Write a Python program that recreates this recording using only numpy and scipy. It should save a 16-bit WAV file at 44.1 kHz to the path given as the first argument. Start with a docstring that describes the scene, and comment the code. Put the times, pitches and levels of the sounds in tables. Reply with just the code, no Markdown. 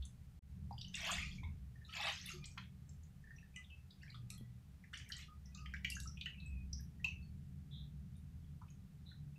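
"""A low, wavering drone and soft hiss come first, with small drops of water; the sound cuts out briefly near 0.4 s.
Then hands rinse small berries in a steel basin: two long splashes, two weaker ones, and many single drops.
Water is made of short ringing bubbles; drone, hiss and two far bird calls are shaped noise and slow tones.
The steel and the hard kitchen walls ring on. A phone's noise suppressor turns down what stays near the hiss,
and one edit leaves the gap."""
import sys
import numpy as np
from scipy import signal
from scipy.fft import rfft, irfft, next_fast_len
from scipy.io import wavfile
from scipy.ndimage import uniform_filter1d, minimum_filter1d

SR = 44100
rng = np.random.default_rng(int(sys.argv[2]) if len(sys.argv) > 2 else 0)


def to_wav(s):
    """Save 16-bit WAV."""
    ch = np.atleast_2d(s).T  # columns
    pcm = np.round(np.clip(ch, -1, 1) * 32767)  # PCM
    wavfile.write(sys.argv[1], SR, pcm.astype(np.int16))


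N = 413658

# Drone levels over time: t/s, lower hum level/dB, upper hum level/dB, rumble level/dB
DRONE_LEVELS = [(0.0, -42, -56, -72), (0.05, -48.5, -83, -62), (0.1, -59.5, -65, -61),
                (0.47, -59.5, -63, -61), (0.6, -49.5, -50.5, -52), (1.07, -65, -68, -58),
                (1.15, -49.5, -47, -50.5), (1.28, -44.5, -61, -53.5), (1.36, -68, -77, -50),
                (1.46, -56, -44, -49.5), (1.62, -51, -67.5, -58), (1.98, -77, -57.5, -63),
                (2.32, -62.5, -69, -56.5), (3.03, -66, -55.5, -59.5), (3.24, -61, -82, -58.5),
                (3.76, -67.5, -59.5, -64), (4.23, -63, -75, -54.5), (4.52, -65.5, -63, -61),
                (5.85, -53, -68.5, -57), (6.03, -48, -61, -52), (6.32, -61, -65, -57), (6.5, -46, -58, -52),
                (7.55, -67.5, -55.5, -54), (8.02, -54.5, -64, -54.5), (8.12, -64.5, -55, -55),
                (9.04, -71.5, -61.5, -56.5), (9.3, -61, -61, -53.5), (9.38, -78, -64, -62)]
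# Colour of the noise around the deep hums: f/Hz, relative level per Hz/dB
DEEP_COLOUR = [(13, -41), (22, -11), (38, -11.5), (51, 0.5), (65, 12), (76, 6), (97, -7), (110, -19.5),
               (140, -34.5), (240, -120)]
# Colour of the rumble: f/Hz, relative level per Hz/dB
RUMBLE_COLOUR = [(56, -23.5), (95, 1.5), (103, -7.5), (135, 1.5), (189, -4), (203, -7), (226, -15),
                 (279, -18), (301, -28.5), (330, -26), (361, -37.5), (392, -27.5), (432, -30), (460, -57.5),
                 (500, -33), (650, -41), (1100, -120)]
# Narrow tones that follow the rumble: f/Hz, width/Hz, level against the rumble/dB
RUMBLE_TONES = [(187.5, 6.5, -9), (34.6, 2.9, -11)]
# Narrow tones with levels of their own: f/Hz, width/Hz
FREE_TONES = [(120.6, 3.5), (145.66, 3.2)]
# Their levels over time: t/s, first tone level/dB, second tone level/dB
FREE_TONE_LEVELS = [(0.0, -76, -57), (0.1, -54.5, -62), (0.5, -71.5, -68), (0.68, -54, -60),
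                    (1.2, -82, -63), (1.38, -56, -71), (2.45, -70, -60), (2.53, -63, -73),
                    (2.59, -59, -60.5), (3.94, -70.5, -74), (4.18, -55, -65), (5.07, -71, -71.5),
                    (7.34, -64, -61), (8.54, -74, -55), (8.62, -61, -63), (9.38, -80, -51.5)]
# Colour of the room hiss: f/Hz, relative level per Hz/dB
HISS_COLOUR = [(240, -20), (400, -10.5), (774, -7), (930, -11), (1390, -10), (1880, -10.5), (2410, -12),
               (3940, -15), (15700, -21)]
# Far bird calls, before the kitchen's answer: t/s, length/s, middle f/Hz, level/dB
BIRD_CALLS = [(7.71, 0.1, 3696, -64.5), (9.057, 0.053, 3900, -68)]
# How long the kitchen rings: f/Hz, time to fall by 60 dB/s
KITCHEN_DECAY = [(500, 0.068), (2500, 0.26), (6000, 0.3), (14000, 0.2)]
# Ringing tones of the steel basin: f/Hz, width/Hz, gain/dB
BASIN_MODES = [(1218, 1.7, 5.5), (1957, 5.4, -2), (2593, 6.2, 2), (4510, 20, -13)]
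# A hand bumps the basin: t/s, level before the knock's shape/dB, f/Hz, rise time/s
BUMPS = [(2.336, -41.5, 361, 0.021), (4.411, -46.5, 211, 0.00025)]
# Thin wavering tones in the water: t/s, length/s, starting f/Hz, glide/Hz per s, level before fades/dB
THIN_TONES = [(1.186, 0.098, 1250, -2, -59.5), (1.88, 0.19, 1312, 0, -62.5), (2.334, .12, 1223, 200, -65),
              (2.384, 0.18, 2420, 3, -69.5), (3.558, 0.1, 2010, 0, -60), (3.564, 0.078, 1248, 0, -66.5),
              (3.703, .14, 2620, -3, -65.5), (4.305, 0.22, 1962, 0, -69.5),
              (4.305, 0.097, 1275, -4.5, -64.5), (5.156, 0.088, 1250, 1.5, -69), (5.281, .1, 1238, -2, -64),
              (5.455, 0.083, 1970, 0, -69), (5.518, 0.11, 2513, 600, -70.5), (5.548, .17, 1246, 3, -64),
              (5.554, .07, 1500, 0, -64.5), (6.375, 0.28, 2632, -600, -62.5),
              (7.038, .23, 2685, -300, -69.5), (7.223, 0.047, 4400, 0, -64)]
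# Water pouring off the hands, one list for each pour: t/s, gurgle level/dB
POUR_LEVELS = [
    [(0.9, -75), (0.918, -89), (0.94, -56.5), (1.106, -43), (1.174, -50), (1.186, -50.5), (1.38, -71)],
    [(1.84, -83), (1.846, -81), (1.95, -51), (2.084, -42), (2.214, -63), (2.296, -54.5), (2.42, -85)],
    [(3.97, -93), (3.986, -81), (4.028, -62.5), (4.132, -70), (4.146, -64), (4.216, -99), (4.22, -87)],
    [(4.92, -99), (4.936, -54.5), (5.074, -74.5), (5.106, -61.5), (5.23, -60.5), (5.262, -80.5),
     (5.32, -82)],
]
# Tone filter for the gurgle: f/Hz, relative gain/dB
GURGLE_FILTER = [(400, -59), (800, -21), (1200, -4.5), (2000, 10), (3500, 14.5), (6000, -2), (12000, -43)]
# Tone filter for the fizz: f/Hz, relative gain/dB
FIZZ_FILTER = [(2500, -25), (4000, 0.5), (7000, 1), (9500, -10.5), (12500, -6.5), (15800, -29)]
# Clearly heard drops: t/s, peak level of the bubbles/dB, middle f/Hz, nominal spread of f/Hz
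DROP_EVENTS = [(0.023, -47, 3575, 1640), (0.052, -46, 8270, 3800), (0.709, -41, 850, 208),
               (0.726, -56, 4760, 220), (0.779, -44, 3110, 570), (0.785, -46.5, 4710, 220),
               (0.812, -39.5, 4240, 2470), (0.846, -45, 2890, 220), (0.882, -53.5, 6100, 570),
               (0.941, -33.5, 3036, 1170), (0.953, -36, 6470, 3520), (0.971, -41, 1814, 600),
               (1.041, -39, 2610, 791), (1.068, -49, 687, 99), (1.092, -37.5, 1236, 482),
               (1.115, -32, 7160, 3030), (1.182, -34, 2074, 109), (1.224, -38.5, 2386, 40),
               (1.314, -50.5, 3290, 342), (1.381, -49.5, 2290, 222), (1.432, -50.5, 930, 215),
               (1.434, -51.5, 2186, 40), (1.434, -53.5, 3540, 108), (1.755, -59.5, 1830, 40),
               (1.813, -58.5, 1753, 40), (1.848, -52, 3870, 570), (1.893, -48.5, 2950, 1130),
               (1.935, -40, 2540, 1560), (1.964, -37.5, 2385, 40), (1.998, -44.5, 813, 112),
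               (2.012, -41, 1955, 225), (2.213, -44, 5770, 1144), (2.22, -57, 1610, 694),
               (2.254, -45.5, 3480, 110), (2.259, -41, 11050, 3440), (2.288, -39.5, 2610, 775),
               (2.301, -52, 1330, 220), (2.315, -44.5, 6170, 220), (2.441, -41, 3600, 3140),
               (2.456, -41, 6540, 3160), (2.575, -41, 1550, 1070), (2.578, -37.5, 3090, 2330),
               (2.891, -52.5, 6520, 2186), (3.033, -56, 6550, 1200), (3.239, -57, 1770, 41),
               (3.271, -54, 1773, 219), (3.307, -48.5, 1788, 40), (3.361, -61, 5730, 300),
               (3.381, -52.5, 2520, 590), (3.427, -56.5, 1770, 110), (3.56, -46.5, 7170, 3220),
               (3.542, -59, 2510, 40), (3.561, -42.5, 2690, 600), (3.642, -55.5, 3360, 497),
               (3.701, -53.5, 2890, 494), (3.905, -51, 4140, 1390), (4.03, -49, 1820, 397),
               (4.101, -49, 4250, 920), (4.142, -51, 1260, 335), (4.144, -52.5, 3360, 444),
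               (4.302, -37.5, 7370, 9220), (4.839, -51.5, 2076, 1060), (4.931, -43, 1562, 500),
               (4.938, -40.5, 2490, 2000), (4.974, -45, 6980, 4200), (4.999, -48, 2150, 794),
               (5.06, -56, 2160, 200), (5.09, -46, 9000, 6140), (5.1, -44.5, 1774, 220),
               (5.119, -35, 4050, 2840), (5.154, -63, 2830, 800), (5.166, -44.5, 6940, 2610),
               (5.188, -47.5, 2374, 1660), (5.457, -53.5, 5540, 1352), (5.547, -42.5, 5403, 3320),
               (5.572, -52, 5500, 2980), (5.576, -53.5, 2660, 297), (5.658, -41, 2480, 1450),
               (5.738, -35, 1866, 610), (5.764, -46.5, 2570, 1490), (5.846, -27, 2590, 1300),
               (5.843, -55, 5940, 4970), (5.901, -32, 7380, 8000), (5.918, -38.5, 2730, 110),
               (5.952, -41, 6230, 925), (5.966, -42.5, 1534, 217), (6.001, -39.5, 7550, 7100),
               (6.031, -46.5, 7400, 1587), (6.056, -51.5, 1303, 40), (6.073, -43, 5540, 935),
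               (6.172, -47.5, 2910, 810), (6.21, -34.5, 3440, 2000), (6.258, -34.5, 2880, 218),
               (6.26, -44.5, 1790, 560), (6.401, -50, 3760, 890), (6.46, -57.5, 7760, 686),
               (6.729, -35, 5370, 1030), (6.792, -59.5, 1720, 100), (6.806, -52, 11670, 5000),
               (6.997, -58, 1850, 40), (7.044, -26.5, 2676, 219.6), (7.045, -55, 897, 300),
               (7.081, -53, 5900, 351), (8.154, -63, 3695, 40), (8.167, -59.5, 9360, 1495),
               (8.442, -63, 3270, 40), (8.615, -51.5, 1120, 568.5), (8.682, -58, 2740, 886),
               (8.702, -56, 6270, 930), (9.114, -54.5, 1672, 596), (9.357, -61.5, 2600, 40)]
# Level changes of the whole sound, with the edit's gap: t/s, gain/dB
EDIT_GAIN = [(0, -0.5), (.392, -1), (.396, -90), (.419, -65), (.423, -8.5), (.5, -1), (9.4, -1.5)]

HUM_HZ, HUM_DRIFT_HZ = (66.5, 79.6), 1.39  # middle pitches; rms drift around them
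HISS_DB = -70
WHISTLE_WIDTH_HZ, WHISTLE_RISE_S, WHISTLE_FALL_S = 46, 0.006, 0.093
FULL_FLOW_DB = -45.5  # gurgle level of a full sheet of water
# Levels against the gurgle at full flow; each "grows" is dB per dB of flow
FIZZ_DB, FIZZ_GROWS, SLOSH_DB, SLOSH_GROWS = -9, 0.68, -8, 2.27
# dB of bubble rate and of fizz lost for each dB that a pour peaks under full flow
SMALL_POUR_THINS, SMALL_POUR_DULLS = 0.8, 0.4
BUBBLES_PER_DROP = 16
SLAP_DB, SLAP_HZ, SLAP_SPREAD_HZ = -15, 5600, 3800  # bright slap, level against the drop
DROPLETS = 2  # thrown up by each drop
DROPLET_DB, DROPLET_SCATTER_DB = -17, 16  # strongest against the drop; random loss up to the scatter
FLIGHT_S = 0.074  # flights last 0.2 to 1.2 times this
DROPLET_OCTAVES, DROPLET_SPREAD = 0.578, 0.57  # whole pitch range; share of the drop's spread
TOP_HZ = 15600


def amp(db):
    """Turn dB into a gain."""
    return 10 ** (np.asarray(db) / 20)


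def unit(x):
    """Scale x to an rms level of 1."""
    return x / np.sqrt(np.mean(x ** 2) + 1e-20)


def along(points, hz):
    """Read a curve of (Hz, value) points on a log frequency axis."""
    f, v = np.transpose(points)
    return np.interp(np.log(hz + 1), np.log(f + 1), v)


def curves(rows):
    """Give one dB value per sample for each column after the time; -140 dB outside the rows."""
    s, *cols = np.transpose(rows)
    t = np.arange(N) / SR
    return [np.interp(t, s, c, -140, -140) for c in cols]


def filtered(x, response):
    """Change the strength of each frequency in x by a response curve."""
    m = next_fast_len(x.shape[-1] + 8192)  # spare room for ringing
    spectrum = rfft(x, m) * response(np.fft.rfftfreq(m, 1 / SR))
    return irfft(spectrum, m)[..., :x.shape[-1]]


def noise(colour):
    """Make coloured noise of rms 1."""
    return unit(filtered(rng.standard_normal(N), lambda hz: amp(along(colour, hz))))


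def narrow(hz, width_hz):
    """Make a wavering tone: noise of rms 1 in a thin band."""
    return unit(filtered(rng.standard_normal(N), lambda f: 1 / (1 + (2 * (f - hz) / width_hz) ** 2)))


def room_hiss():
    """Steady noise with the colour of the room."""
    return amp(HISS_DB) * noise(HISS_COLOUR)


def hum(hz):
    """A deep sine whose pitch and strength waver slowly and at random."""
    slow = [(.5, -3.5), (6, -1.5), (14, -28), (30, -77.5)]  # speed of wavering/Hz, relative level per Hz/dB
    strength = amp(2.0 * noise(slow))
    pitch = hz + HUM_DRIFT_HZ * noise(slow)
    return np.sqrt(2) * strength * np.sin(2 * np.pi * np.cumsum(pitch) / SR)


def drone():
    """Two wavering hums with deep noise, a band of rumble and narrow tones that come and go."""
    low_db, high_db, rumble_db = curves(DRONE_LEVELS)
    deep = amp(low_db) * (hum(HUM_HZ[0]) + 0.59 * noise(DEEP_COLOUR))
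    deep += amp(high_db) * (hum(HUM_HZ[1]) + 0.58 * noise(DEEP_COLOUR))
    rumble = amp(-1.0) * noise(RUMBLE_COLOUR)
    rumble += sum(amp(db) * narrow(hz, width_hz) for hz, width_hz, db in RUMBLE_TONES)
    free = sum(amp(db) * narrow(*tone) for tone, db in zip(FREE_TONES, curves(FREE_TONE_LEVELS)))
    return deep + amp(rumble_db) * rumble + free


def bird():
    """Short buzzy calls: a band of noise, blurred by distance."""
    out, t = np.zeros(N), np.arange(N) / SR
    for s, length, hz, db in BIRD_CALLS:
        swell = np.sin(np.pi * np.clip((t - s) / length, 0, 1)) ** 0.11
        band = noise([(hz - 900, -60), (hz - 450, -6), (hz, 0), (hz + 350, -6), (hz + 800, -60)])
        out += amp(db) * swell * band
    return out


def kitchen(x):
    """Hard walls answer with a fading noise tail; each quarter second of sound meets a new one."""
    step, out = SR // 4, np.zeros(N + 2 * SR)
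    for k in range(0, N, step):
        hz, t, z = signal.stft(rng.standard_normal(SR // 2), SR, nperseg=256)
        fade = amp(-60 * t / along(KITCHEN_DECAY, hz)[:, None])
        tail = signal.istft(z * fade, SR, nperseg=256)[1]
        wet = signal.fftconvolve(x[k:k + step], tail / np.linalg.norm(tail))
        out[k + 120:][:len(wet)] += wet  # the answer starts 120 samples late
    return out[:N]


def basin(x):
    """The steel walls take up a little of every splash and ring on at their own pitches."""
    def resonances(f):
        return sum(amp(db) * 1j * f * w / (c * c - f * f + 1j * f * w) for c, w, db in BASIN_MODES)
    return filtered(x, resonances)


def thumps():
    """Dull knocks on the basin's wall: a soft or a hard start, then a short ring."""
    out, t = np.zeros(N + SR), np.arange(SR // 5) / SR
    for s, db, hz, rise in BUMPS:
        fade = np.exp(-t / 0.023) + 2.3 * np.exp(-t / 0.00086)
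        knock = fade * (1 - np.exp(-t / rise)) * np.sin(2 * np.pi * hz * t)
        out[round(s * SR):][:len(t)] += amp(db) * knock
    return out[:N]


def whistles():
    """Thin tones that start quickly, waver, glide or hold their pitch, and fade."""
    out = np.zeros(N + SR)
    for s, length, hz, glide, db in THIN_TONES:
        t = np.arange(round(length * SR)) / SR
        slow = filtered(rng.standard_normal((2, SR // 2)), lambda f: 1 / (1 + (2 * f / WHISTLE_WIDTH_HZ) ** 2))
        a, b = unit(slow)[:, :len(t)]
        turn = 2 * np.pi * (hz + glide * t / 2) * t
        tone = a * np.cos(turn) + b * np.sin(turn)  # two slow noises make the tone waver
        shape = np.clip(t / WHISTLE_RISE_S, 0, 1) * np.clip((length - t) / WHISTLE_FALL_S, 0, 1)
        out[round(s * SR):][:len(t)] += amp(db) * shape * tone
    return out[:N]


def bubbles(count, t0, t1, low_hz, high_hz, cycles, spread_db):
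    """Random bubbles ring as fading sines of rising pitch, most near the weakest level; rms 1 over their span."""
    u = rng.random((count, 3))  # random time, pitch and strength
    hz = (low_hz * (high_hz / low_hz) ** u[:, 1])[:, None]
    t = np.arange(SR // 40) / SR
    turn = hz * t  # cycles so far
    shape = np.exp(-turn / cycles) * (1 - np.exp(-turn / 1.5))
    ring = np.sin(2 * np.pi * turn * (1 + .025 * turn / cycles))
    wave = amp(spread_db * u[:, 2:] ** 2) * shape * ring
    at = ((t0 + (t1 - t0) * u[:, :1]) * SR).astype(int) + np.arange(len(t))
    out = np.bincount(at.ravel(), wave.ravel(), N + SR)[:N]
    return out / np.sqrt(np.sum(out ** 2) / ((t1 - t0) * SR))


def pours():
    """Sheets of water fall back: many bubbles and fine crackle, with a hollow slosh when the flow is full."""
    out = np.zeros(N)
    for rows in POUR_LEVELS:
        gurgle_db, = curves(rows)
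        flow_db = gurgle_db - FULL_FLOW_DB
        t0, t1 = rows[0][0], rows[-1][0]
        size_db = min(flow_db.max(), 0)
        many = (t1 - t0) * amp(SMALL_POUR_THINS * size_db)  # seconds' worth of full flow
        span_gain = np.sqrt((t1 - t0) * SR / N)  # makes rms 1 hold over the pour alone
        plops = bubbles(count=int(1400 * many), t0=t0, t1=t1, low_hz=595.0, high_hz=5780,
                        cycles=16.5, spread_db=15)
        gurgle = unit(filtered(plops, lambda hz: amp(along(GURGLE_FILTER, hz)))) * span_gain
        crackle = bubbles(count=int(1800 * many), t0=t0, t1=t1, low_hz=4144, high_hz=14900,
                          cycles=7.8, spread_db=34.5)
        fizz = unit(filtered(crackle, lambda hz: amp(along(FIZZ_FILTER, hz)))) * span_gain
        slosh = bubbles(count=160, t0=t0, t1=t1, low_hz=591, high_hz=1234, cycles=7.3, spread_db=4)
        fizz_db = FULL_FLOW_DB + FIZZ_DB + FIZZ_GROWS * flow_db + SMALL_POUR_DULLS * size_db
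        slosh_db = FULL_FLOW_DB + SLOSH_DB + SLOSH_GROWS * flow_db
        out += amp(gurgle_db) * gurgle + amp(fizz_db) * fizz + amp(slosh_db) * slosh
    return out


def splash(hz, spread_hz):
    """A drop traps a swarm of bubbles, most within milliseconds; a wide spread of sizes dies fast, like a slap."""
    t = np.arange(SR // 7) / SR
    u = rng.random((BUBBLES_PER_DROP, 3))
    slot = (np.arange(BUBBLES_PER_DROP)[:, None] + u[:, :1]) / BUBBLES_PER_DROP - .5
    pitch = np.clip(hz + 1.168 * spread_hz * slot, 300, 16000)
    late = u[:, 1:2] > .75  # some bubbles surface after the slap, weaker and clearer
    life = 1 / (pitch / 14 + ~late * spread_hz / 9)  # larger bubbles are lower and ring longer
    start = np.where(late, .3 * (u[:, 1:2] - .75) + 0.0072, .009 * u[:, 1:2] ** 2)
    age = np.clip(t - start, 0, None)
    shape = np.exp(-age / life) * (1 - np.exp(-age / 0.00051)) ** 2
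    ring = shape * np.sin(2 * np.pi * pitch * age * (1 + 0.0092 * age / life))  # pitch rises slightly
    level_db = 12.2 * u[:, 2:] - 16.7 * late - 14.7 * slot ** 2
    swarm = np.sum(amp(level_db) * ring, axis=0)
    tick = np.exp(-t / 0.0018) * np.diff(rng.standard_normal(len(t) + 1))  # first touch on the surface
    return swarm / abs(swarm).max() + amp(-27) * tick


def drops():
    """Every drop slaps the surface and throws up droplets that fall back a moment later."""
    out = np.zeros(N + SR)
    for s, db, hz, spread_hz in DROP_EVENTS:
        falls = [(s, db, hz, spread_hz), (s, db + SLAP_DB, SLAP_HZ, SLAP_SPREAD_HZ)]
        for late, weak, size in rng.random((DROPLETS, 3)):
            landing = s + FLIGHT_S * (.2 + late)
            droplet_db = db + DROPLET_DB - DROPLET_SCATTER_DB * weak
            droplet_hz = hz * 2 ** (DROPLET_OCTAVES * (size - .5))
            falls.append((landing, droplet_db, droplet_hz, DROPLET_SPREAD * spread_hz))
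        for at, peak_db, pitch, spread in falls:
            sound = splash(pitch, spread)
            out[round(at * SR):][:len(sound)] += amp(peak_db) * sound
    return out[:N]


def scene():
    """Water and bird sound in the kitchen, with knocks, over drone and hiss."""
    water = drops() + pours()
    water = water + basin(water) + whistles()
    call = bird()
    wet = kitchen(amp(-3) * water + amp(5) * call)
    return (water + call + wet + thumps() + drone() + room_hiss())[None]


def suppressor(x, depth_db, margin_db):
    """Bands near their usual level are turned down; those well over it open, stay open a moment, then shut."""
    hz, _, z = signal.stft(x, SR, nperseg=512, noverlap=384)
    power = uniform_filter1d(abs(z) ** 2, size=3, axis=1)  # smooth across bands
    power = uniform_filter1d(power, size=7, axis=2)  # smooth over time
    usual = np.percentile(power, 30, axis=2, keepdims=True)
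    opening = np.clip(1 - amp(2 * margin_db) * usual / (abs(power) + 1e-20), 0, 1)
    held = -minimum_filter1d(-opening, size=15, axis=2, origin=7)  # largest recent opening
    gain = np.clip(uniform_filter1d(held, size=3, axis=2), amp(-depth_db), 1)
    gain[:, hz < 480] = 1  # the bass is left alone
    return signal.istft(z * gain, SR, nperseg=512, noverlap=384)[1][:, :N]


def record(dry):
    """Apply the noise suppressor, then the edit's gap, then cut everything from TOP_HZ up."""
    cleaned = suppressor(dry, depth_db=6.5, margin_db=7.5)
    edited = cleaned * amp(curves(EDIT_GAIN)[0])
    return filtered(edited, lambda hz: hz < TOP_HZ)


dry = scene()
out = record(dry)
to_wav(out)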